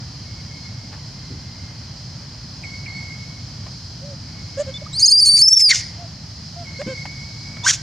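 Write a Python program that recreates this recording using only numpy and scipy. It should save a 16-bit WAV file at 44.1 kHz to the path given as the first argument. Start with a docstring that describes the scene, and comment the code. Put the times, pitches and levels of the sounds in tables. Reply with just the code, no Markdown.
"""Forest air rumbles and insects hiss throughout; a far bird whistles and a mother macaque steps on rock.
At 4 s the baby in her arms coos softly through pursed lips. Near 5 s it gives one long shrill scream, which
breaks between registers and collapses into a rasp at 5.7 s; an automatic gain control ducks under it.
More coos, steps and whistles follow, and at 7.6 s a short harsh squeak comes through the wide-open mouth."""
import sys
import numpy as np
from scipy import signal
from scipy.fft import rfft, irfft, next_fast_len
from scipy.io import wavfile
from scipy.ndimage import minimum_filter1d, map_coordinates

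SR = 44100
rng = np.random.default_rng(int(sys.argv[2]) if len(sys.argv) > 2 else 0)


def inscribe(sig):
    """Save sig as 16-bit PCM at rate SR to the path in sys.argv[1].

    A 1-D sig is mono; a 2-D sig holds one channel per row.
    Samples are clipped to [-1, 1] before scaling.
    """
    pcm = np.round(np.clip(np.atleast_2d(sig).T, -1, 1) * 32767)
    wavfile.write(sys.argv[1], SR, pcm.astype(np.int16))


N = 344850
TIME = np.arange(N) / SR

# Noise spectra of the background. Each row: frequency in Hz, relative spectral density in dB.
AIR_SPECTRUM = [(22, -44), (32, -35), (45, -9.5), (62, -6.5), (100, 2), (160, -2.5), (200, -9.5),
                (280, -15.5), (400, -29), (650, -26.5), (1300, -30.2), (1900, -29.2), (2500, -32),
                (4200, -87)]
FAR_CALLS_SPECTRUM = [(900, 4.5), (1800, -6), (2400, -0.5), (2800, 2), (3220, 8), (3650, -18.5),
                      (5000, -28.5)]  # faint distant calls near 3 kHz over a soft forest hush
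INSECT_SPECTRUM = [(2060, -52.5), (3500, -10.5), (3700, -14.5), (4090, -2.5), (4430, -2.5), (4810, 3.5),
                   (5150, 1.5), (5510, -1.5), (5870, -8.5), (6280, -8), (6770, -14.5), (7910, -25),
                   (8580, -27.5), (10400, -35), (15500, -44)]
CRICKET_SPECTRUM = [(3900, -62), (4170, 0), (4280, 4), (4550, -60)]
# Slow drift of the insect chorus. Each row: time in seconds, level in dB.
CHORUS_LEVEL = [(0, -41.5), (2.3, -42), (2.8, -41), (3.8, -41), (4.4, -41.5), (6.2, -42), (7.0, -39.5),
                (7.8, -40.5)]
# Width of the background. Each row: frequency in Hz, side against mid in dB.
STEREO_WIDTH = [(60, -26), (150, -24), (380, -12.5), (950, -11), (2380, -10), (5980, -3.5), (15000, 3.5)]
# Reverberation of the forest. Each row: frequency in Hz, time to decay by 60 dB in seconds.
FOREST_DECAY = [(200, .35), (2200, 0.56), (5000, 0.59), (10000, 0.42), (15000, 0.19)]
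# Level difference of the monkeys' sounds. Each row: frequency in Hz, left minus right in dB.
EAR_DIFFERENCE = [(1000, 0), (2200, .3), (5000, .3), (9000, -2), (13000, -.2)]
# The far bird's notes. Each row: start in seconds, hold in seconds, pitch in Hz, level in dB.
BIRD_NOTES = [(.2, .11, 2200, -52), (.47, .2, 2175, -49.5), (1.1, .22, 2100, -54), (1.42, .2, 2120, -53.5),
              (2.632, .06, 2212, -39), (2.855, .17, 2205, -37.5), (4.24, .39, 2205, -52.5),
              (4.7, .12, 2220, -48.5), (6.643, .36, 2190, -43.5), (6.873, .3, 2232, -40.5),
              (7.42, .18, 2244, -47)]
# The mother's steps, taps and scratches. Each row: start and length in seconds, thud and scuff in dB.
FOOTFALLS = [(.915, .06, -49, -41.5), (1.302, 0.057, -32.5, -56), (2.189, .08, -57, -54),
             (2.44, .05, -60, -56), (3.661, .024, -59, -41), (6.816, 0.0063, -45, -26.5),
             (6.863, 0.03, -24, -47), (7.053, 0.013, -40, -31.5), (7.568, 0.013, -57, -37.5)]
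# Spectra of impact and friction on rock. Each row: frequency in Hz, relative level in dB.
THUD_SPECTRUM = [(60, -14), (150, -1.5), (280, 5), (450, -12), (1200, -58)]
SCUFF_SPECTRUM = [(300, -11), (800, 3.5), (1600, -2.5), (3000, -8.5), (6500, -22), (10000, -33),
                  (14000, -42)]
# Coos and peeps. Each row: start and length in seconds, pitch in Hz, glide as a share of the pitch,
# level in dB, overtone gain in dB.
COO_CALLS = [(4.012, .14, 557, 0, -42, -12), (4.569, .033, 554, .06, -23.5, -3),
             (4.588, .041, 587, .02, -19.5, -5.5), (4.663, .053, 523, 0, -31, -1),
             (4.739, .039, 3510, .027, -33, -14), (4.814, .02, 580, .11, -31, -7),
             (4.86, .014, 1223, .13, -34.5, -8), (5.52, .095, 3520, 0, -35, -14),
             (5.979, .088, 685, -.04, -41.5, 0), (6.559, .085, 685, -.023, -37.5, 0),
             (6.788, .043, 560, .22, -26, 1.5), (6.859, .085, 514, -.015, -30, 3.5),
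             (7.634, .019, 3560, .09, -31.5, -14), (7.69, .013, 3220, -.01, -19, -11)]
# Spectral envelopes of the voice. Each row: frequency in Hz, relative level in dB.
PURSED_LIPS = [(1100, -22), (1700, -17), (2300, -30), (3100, -22.5), (4000, -32), (6900, -12.5),
               (9300, -33.5), (11500, -52), (15000, -68)]
OPEN_MOUTH = [(450, -34), (900, -24.5), (2100, -10.5), (2700, -6), (3300, -5), (4700, -4), (5500, 5),
              (6700, 2.5), (8000, -11.5), (9700, -21), (12000, -32.5), (15500, -48)]
SCREAM_OVERTONES = [(7400, 2), (8300, -9.5), (8900, -6.5), (9250, -12), (9550, -23.5), (10600, -25),
                    (11800, -39), (13300, -29), (14300, -44), (15800, -46)]
SCREAM_HALF_ORDERS = [(6300, 18.5), (6900, -13), (7900, -3), (11000, -24), (14000, -34)]
SCREAM_RASP = [(500, -47), (1700, -25), (2200, -4.5), (2800, -16), (3700, -20), (4500, -10), (5500, 5),
               (6600, 3.5), (7800, -5), (9200, -13), (11000, -15.5), (13500, -24), (15500, -39)]
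SCREAM_SQUEAL = [(4600, -40), (5400, 0), (5900, 0), (6600, -12), (7600, -36)]
# The squeak's two pushes. Each row: peak and hold in seconds, level in dB, rise and fall in dB a second.
SQUEAK_PUSHES = [(7.684, .026, -14.5, 430, 1400), (7.735, .006, -23, 300, 550)]
# The whistle over the squeak. Each row: time in seconds, pitch in Hz.
SQUEAK_ARCH = [(7.646, 940), (7.662, 1060), (7.666, 1540), (7.674, 1590), (7.701, 2250), (7.719, 1420)]
# The scream's upper register. Each row: time in seconds, pitch in Hz, effort in dB.
SCREAM_ARCH = [(4.928, 3680, -34), (4.98, 4770, -19.5), (5.03, 4950, -7.5), (5.052, 4830, -3),
               (5.088, 5060, -2), (5.155, 4690, -2.5), (5.187, 4900, -4), (5.335, 4560, -8),
               (5.417, 4740, -7), (5.43, 5250, 1), (5.485, 5540, 2), (5.56, 5590, 1.5), (5.63, 5150, -1),
               (5.685, 4730, -3), (5.7, 4450, -8)]
# Breaks to the lower register. 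Each row: start and length in seconds, drop as a share of the pitch,
# recovery rate per second, half-order gain in dB.
REGISTER_BREAKS = [(4.995, .033, .11, 9, 0), (5.057, .023, .125, 6, 4), (5.096, .028, .135, 16, -5),
                   (5.207, .025, .07, 16, -35), (5.25, .043, .073, 9, -7), (5.39, .031, .068, 12, -10),
                   (5.452, .03, .085, 42, -35), (5.494, .037, .07, 8, -15), (5.552, .023, .075, 45, -30),
                   (5.59, .03, .055, 35, -12)]
# Bursts of strain in the scream. Each row: centre and half width in seconds, rasp level in dB.
STRAIN_BURSTS = [(5.008, .013, -28), (5.052, .005, -21), (5.201, .008, -23), (5.255, .01, -22),
                 (5.317, .01, -27), (5.378, .015, -18), (5.417, .006, -24), (5.496, .008, -15),
                 (5.604, .017, -10)]

TOP_HZ = 15720  # upper band limit


def amp(db):
    """Decibels as an amplitude ratio."""
    return 10 ** (np.asarray(db) / 20)


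def unit(x):
    """Normalisation to an rms of 1."""
    return x / np.sqrt(np.mean(x ** 2) + 1e-20)


def along(points, hz):
    """Interpolation of (Hz, value) points on a logarithmic frequency axis."""
    freqs, values = np.transpose(points)
    return np.interp(np.log(hz + 1), np.log(freqs + 1), values)


def curves(rows, t):
    """Linear interpolation of each column after the time, at the times t."""
    times, *columns = np.transpose(rows)
    return [np.interp(t, times, column) for column in columns]


def span(start, end):
    """The sample times between two moments."""
    return TIME[int(start * SR):int(end * SR)]


def add(track, t, x):
    """Superposition of x on the track at the times t."""
    track[round(t[0] * SR):][:len(x)] += x


def gate(t, start, end, edge):
    """A trapezoidal window from start to end."""
    return np.clip((t - start) / edge + .5, 0, 1) * np.clip((end - t) / edge + .5, 0, 1)


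def envelope_db(t, peak, held, db, rise, fall):
    """Exponential attack and release around a hold; rise and fall are in dB a second."""
    return db - rise * np.maximum(peak - t, 0) - fall * np.maximum(t - peak - held, 0)


def wobble(t, rate):
    """Random modulation: a spline through rate Gaussian knots a second."""
    knots = (t - t[0]) * rate
    return map_coordinates(rng.standard_normal(int(knots[-1]) + 4), [knots])


def phase_of(hz):
    """Phase in radians, the integral of frequency."""
    return 2 * np.pi * np.cumsum(hz) / SR


def filtered(x, response):
    """Linear filtering: the spectrum of x times a frequency response."""
    n = x.shape[-1]
    padded = next_fast_len(n + 8192)
    return irfft(rfft(x, padded) * response(np.fft.rfftfreq(padded, 1 / SR)), padded)[..., :n]


def smoothed(x, time_constant_s):
    """Exponential averaging by a one-pole low-pass."""
    pole = np.exp(-1 / (time_constant_s * SR))
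    return signal.lfilter([1 - pole], [1, -pole], x)


def noise(t, spectrum):
    """White noise shaped to a spectrum, with an rms of 1."""
    return unit(filtered(rng.standard_normal(len(t)), lambda hz: amp(along(spectrum, hz))))


def diffuse(spectrum):
    """A diffuse field: noise that is coherent between the ears in the bass and less so above."""
    mid = noise(TIME, spectrum)
    side = filtered(noise(TIME, spectrum), lambda hz: amp(along(STEREO_WIDTH, hz)))
    return np.array([mid + side, mid - side])


def background():
    """Amplitude-modulated noise: rumbling air, faint distant calls, an insect chorus, a nearer cricket."""
    rumble = amp(-35.0 + 0.64 * wobble(TIME, 8.2)) * diffuse(AIR_SPECTRUM)
    far_calls = amp(-52.5 + 1.05 * wobble(TIME, 6)) * diffuse(FAR_CALLS_SPECTRUM)
    chorus_db, = curves(CHORUS_LEVEL, TIME)
    insects = amp(chorus_db + 0.46 * wobble(TIME, 11)) * diffuse(INSECT_SPECTRUM)
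    cricket = amp(-55.5 + 4.3 * wobble(TIME, 14)) * diffuse(CRICKET_SPECTRUM)
    return rumble + far_calls + insects + cricket


def forest_reverb(x):
    """Scattering from rocks and trunks: convolution with an exponentially decaying noise tail."""
    hz, t, spectra = signal.stft(rng.standard_normal((2, SR * 3 // 4)), SR, nperseg=256)
    decay = amp(-60 * t / along(FOREST_DECAY, hz)[:, None])
    mid, side = signal.istft(spectra * decay, SR, nperseg=256)[1]
    tail = np.array([mid + 0.53 * side, mid - 0.15 * side]) / np.linalg.norm(mid)
    return signal.fftconvolve(x[None], tail, axes=1)[:, :N]


def bird():
    """Multipath propagation: trees smear each far whistle, differently at each ear, and prolong it."""
    out = np.zeros((2, N))
    ring_t60_s = 1.34
    for start, held, pitch, db in BIRD_NOTES:
        t = span(start, start + held + 1)
        age = t - t[0]
        flick = np.exp(-(age / 0.014) ** 2)  # the pitch drops onto its note
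        phase = phase_of(pitch * (1 + flick * (0.08 + 0.09 * wobble(t, 1200)) + 0.0041 * wobble(t, 18)))
        rise_s = max(.006 * amp(-1.7 * (db + 40)), .001)  # faint notes arrive as echoes and swell slowly
        level = amp(db + 2.4 * wobble(t, 26) - 60 * np.maximum(age - held, 0) / ring_t60_s)
        level *= 1 - np.exp(-age / rise_s)
        smeared = lambda k: wobble(t, 45) * np.sin(k * phase) + wobble(t, 44.8) * np.cos(k * phase)
        octave = gate(age, 0.024, .2, .05) * amp(db + 33)  # strongest early in loud notes
        mid = 0.88 * np.sin(phase) + 0.55 * smeared(0.98)
        mid += octave * smeared(2) + amp(-26.5) * smeared(3.47)
        side = amp(-9) * smeared(0.95)
        add(out[0], t, amp(1.2) * level * (mid + side))
        add(out[1], t, amp(2.6) * level * (mid - side))
    return out


def steps():
    """Impact and friction: soft feet on rock give a dull thud and a gritty scuff that die quickly."""
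    out = np.zeros(N)
    for start, length, thud_db, scuff_db in FOOTFALLS:
        t = span(start, start + .15)
        age = t - t[0]
        envelope = 2 * np.exp(-2 * age / length) * (1 - np.exp(-age / (length / 7)))
        grit = amp(2.3 * wobble(t, 300))
        thud = amp(thud_db) * noise(t, THUD_SPECTRUM)
        scuff = amp(scuff_db) * grit * noise(t, SCUFF_SPECTRUM)
        add(out, t, envelope * (thud + scuff))
    return out


def coos():
    """Source and filter: pursed lips weaken the harmonics, leaving short, nearly pure arched calls."""
    out = np.zeros(N)
    for start, length, pitch, glide, db, overtone_db in COO_CALLS:
        t = span(start, start + length)
        position = np.linspace(-1, 1, len(t))
        arch_hz = 470 * length * (1 / 3 - position ** 2)  # longer coos arch higher
        phase = phase_of(pitch * (1 + glide * position / 2) + arch_hz + 7 * wobble(t, 280))
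        overtones = sum(amp(along(PURSED_LIPS, k * pitch)) * np.sin(k * phase)
                        for k in range(2, 8) if k * pitch < TOP_HZ)
        husk = amp(-25 + .55 * (db + 30)) * noise(t, PURSED_LIPS)  # louder coos are huskier
        swell = np.tanh((1 - np.abs(position)) * length * pitch / 14)  # higher coos start faster
        level = np.sqrt(2) * amp(db + 1.05 * wobble(t, 90)) * swell
        add(out, t, level * (np.sin(phase) + amp(overtone_db) * overtones + husk))
    return out


def vocal_whistle(t, pitch, level_db, scatter, octave_db):
    """Random modulation broadens a tone and its octave into a croak; scatter is a share of the pitch."""
    phase = phase_of(pitch * (1 + scatter * wobble(t, 1400)))
    level = np.sqrt(2) * amp(level_db - 1.5 + 15 * scatter * wobble(t, 563))
    return level * (np.sin(phase) + amp(octave_db) * np.sin(2 * phase))


def squeak():
    """Loss of periodicity: voice pulses quicken with effort and turn to rasp under an arching whistle."""
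    t = span(7.627, 7.775)
    effort_db = np.max([envelope_db(t, *push) for push in SQUEAK_PUSHES], axis=0)
    relative_db = effort_db - effort_db.max()
    pulse_hz = 1150 + 16.5 * relative_db
    roughness = np.clip(.27 + 10 * np.maximum(t - 7.672, 0), 0, .9)
    phase = phase_of(pulse_hz * (1 + 0.043 * roughness * wobble(t, 914)))
    pulses = unit(sum(amp(along(OPEN_MOUTH, k * pulse_hz)) * np.sin(k * phase + rng.uniform(0, 2 * np.pi))
                      for k in range(1, 14)))
    breath = unit(noise(t, OPEN_MOUTH) * (1 + .5 * np.cos(phase)))
    buzz = amp(effort_db + 2.5) * (amp(2.5) * (1 - roughness) * pulses + np.sqrt(roughness) * breath)
    pitch, = curves(SQUEAK_ARCH, t)
    locked = gate(t, 7.6645, 7.674, .003)  # the whistle briefly steadies and rings out
    whistle_db = -21.5 + .42 * relative_db + 13 * locked
    whistle_db -= 750 * np.maximum(t - 7.705, 0)  # it dies as the voice roughens
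    whistle = vocal_whistle(t, pitch, whistle_db, scatter=.11 - .08 * locked, octave_db=-18)
    out = np.zeros(N)
    add(out, t, buzz * gate(t, t[0] + .014, t[-1] - .008, .016))
    add(out, t, whistle * gate(t, t[0] + .012, t[-1], .024))
    return out


def collapse():
    """Chaotic vibration: the scream turns to rasp and its energy sinks to the octave below."""
    start_s, length_s, sink_s = 5.689, .125, .046
    t = span(start_s, start_s + length_s)
    pitch = 2230 - 790 * np.minimum((t - t[0]) / sink_s, 1) ** 4.5
    octave_db = np.interp(t, [5.714, 5.722], [4, -22])
    whistle_db = envelope_db(t, peak=5.717, held=.007, db=-3.5, rise=800, fall=1600)
    whistle = vocal_whistle(t, pitch, whistle_db, scatter=0.055, octave_db=octave_db)
    rasp_db = envelope_db(t, peak=5.7, held=.009, db=-11, rise=1400, fall=200)
    rasp = amp(rasp_db + 1.7 * wobble(t, 393.4)) * noise(t, OPEN_MOUTH)
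    out = np.zeros(N)
    add(out, t, whistle + rasp)
    return out


def register_breaks(t):
    """Bifurcation: the voice drops in register, may double its period, and jumps back with a surge."""
    edge_s, surge_s, doubling_fade_db_per_s = .005, .007, 330
    drop = doubling = surge = 0
    for start, length, share, recovery, half_db in REGISTER_BREAKS:
        broken = gate(t, start, start + length, edge_s)
        age = np.maximum(t - start, 0)
        drop += broken * share * np.exp(-recovery * age)
        doubling += broken * amp(half_db - doubling_fade_db_per_s * age)
        surge += np.exp(-((t - start - length - surge_s / 2) / surge_s) ** 2)
    return drop, doubling, surge


def scream():
    """Nonlinear phonation: a shrill arch breaks to a weaker register and, strained, shakes and rasps."""
    calm_rasp_db, ceiling_hz, ceiling_width_hz = -30, 5450, 70
    t = span(SCREAM_ARCH[0][0], SCREAM_ARCH[-1][0] + 0.0035)
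    arch_hz, effort_db = curves(SCREAM_ARCH, t)
    drop, doubling, surge = register_breaks(t)
    pitch = arch_hz * (1 - drop)
    tone_gain = amp(effort_db - 68 * drop + 2.5 * surge)
    bursts = sum(amp(db) * np.exp(-((t - centre) / width) ** 2) for centre, width, db in STRAIN_BURSTS)
    rasp_gain = amp(effort_db + calm_rasp_db) + bursts
    strain = np.clip(rasp_gain / tone_gain, 0, .19)
    phase = phase_of(pitch * (1 + 0.004 * wobble(t, 110) + 0.088 * strain * wobble(t, 1300)))
    flutter_db = 1.2 + 5.8 * strain
    overtones = sum(amp(along(SCREAM_OVERTONES, k * pitch) + flutter_db * wobble(t, 800))
                    * np.sin(k * phase + 0.17 * wobble(t, 1500)) for k in (2, 3))
    half_orders = sum(amp(along(SCREAM_HALF_ORDERS, k * pitch / 2))
                      * np.sin(k * phase / 2 + 0.72 * wobble(t, 900)) for k in (3, 5))
    # the half orders take their energy from the main tone
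    tone = (np.sin(phase) + doubling * half_orders) / np.sqrt(1 + doubling ** 2)
    brightness = amp(np.interp(effort_db, [-14, -6], [-4, 0]))  # a softer voice has weaker overtones
    tone += overtones * brightness / np.sqrt(1 + doubling)
    # near its highest pitch the voice frays into a squeal
    fraying = (1 + np.tanh((pitch - ceiling_hz) / ceiling_width_hz)) / 2
    tone += amp(-11) * fraying * noise(t, SCREAM_SQUEAL)
    shake = amp((0.1 + 11.2 * strain) * wobble(t, 600) + 1.1 * wobble(t, 110))
    rasp = rasp_gain * amp(-2.5 + 2.2 * wobble(t, 300)) * noise(t, SCREAM_RASP)
    voice = np.sqrt(2) * tone_gain * shake * tone + rasp
    out = np.zeros(N)
    add(out, t, voice * gate(t, t[0] + .002, t[-1] - .002, 0.0092))
    return out


def paths_to_ears(hz):
    """Interference of the direct sound with one faint reflection from the rock face, at each ear."""
    interaural_s, echo_s = 0.8e-5, np.array([[.0011], [.0016]])
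    direct = np.exp(1j * np.pi * hz * interaural_s * np.array([[1], [-1]]))
    echo = amp(-20.5) * np.exp(-2j * np.pi * hz * echo_s)
    balance = amp(along(EAR_DIFFERENCE, hz) * np.array([[.5], [-.5]]))
    return balance * (direct + echo)


def scene():
    """Superposition of the monkeys close in front, their reverberation, the bird and the background."""
    monkeys = scream() + collapse() + squeak() + coos() + steps()
    mix = filtered(monkeys, paths_to_ears) + amp(-21) * forest_reverb(monkeys) + bird() + background()
    return mix * amp([[-.2], [.2]])


def record(dry):
    """Automatic gain control lags, so sudden rises overshoot; soft clipping and a band limit follow."""
    power = smoothed(np.mean(dry ** 2, axis=0), time_constant_s=0.0034)
    needed_gain = np.minimum(1, amp(-9.5) / np.sqrt(np.abs(power) + 1e-12))
    held_gain = minimum_filter1d(needed_gain, size=601, origin=300)  # lowest of the last 14 ms
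    ducked = dry * (1 - smoothed(1 - held_gain, time_constant_s=0.001))
    rounded = ducked / (1 + np.abs(ducked / .95) ** 10) ** .1
    return filtered(rounded, lambda hz: hz < TOP_HZ)


dry = scene()
out = record(dry)
inscribe(out)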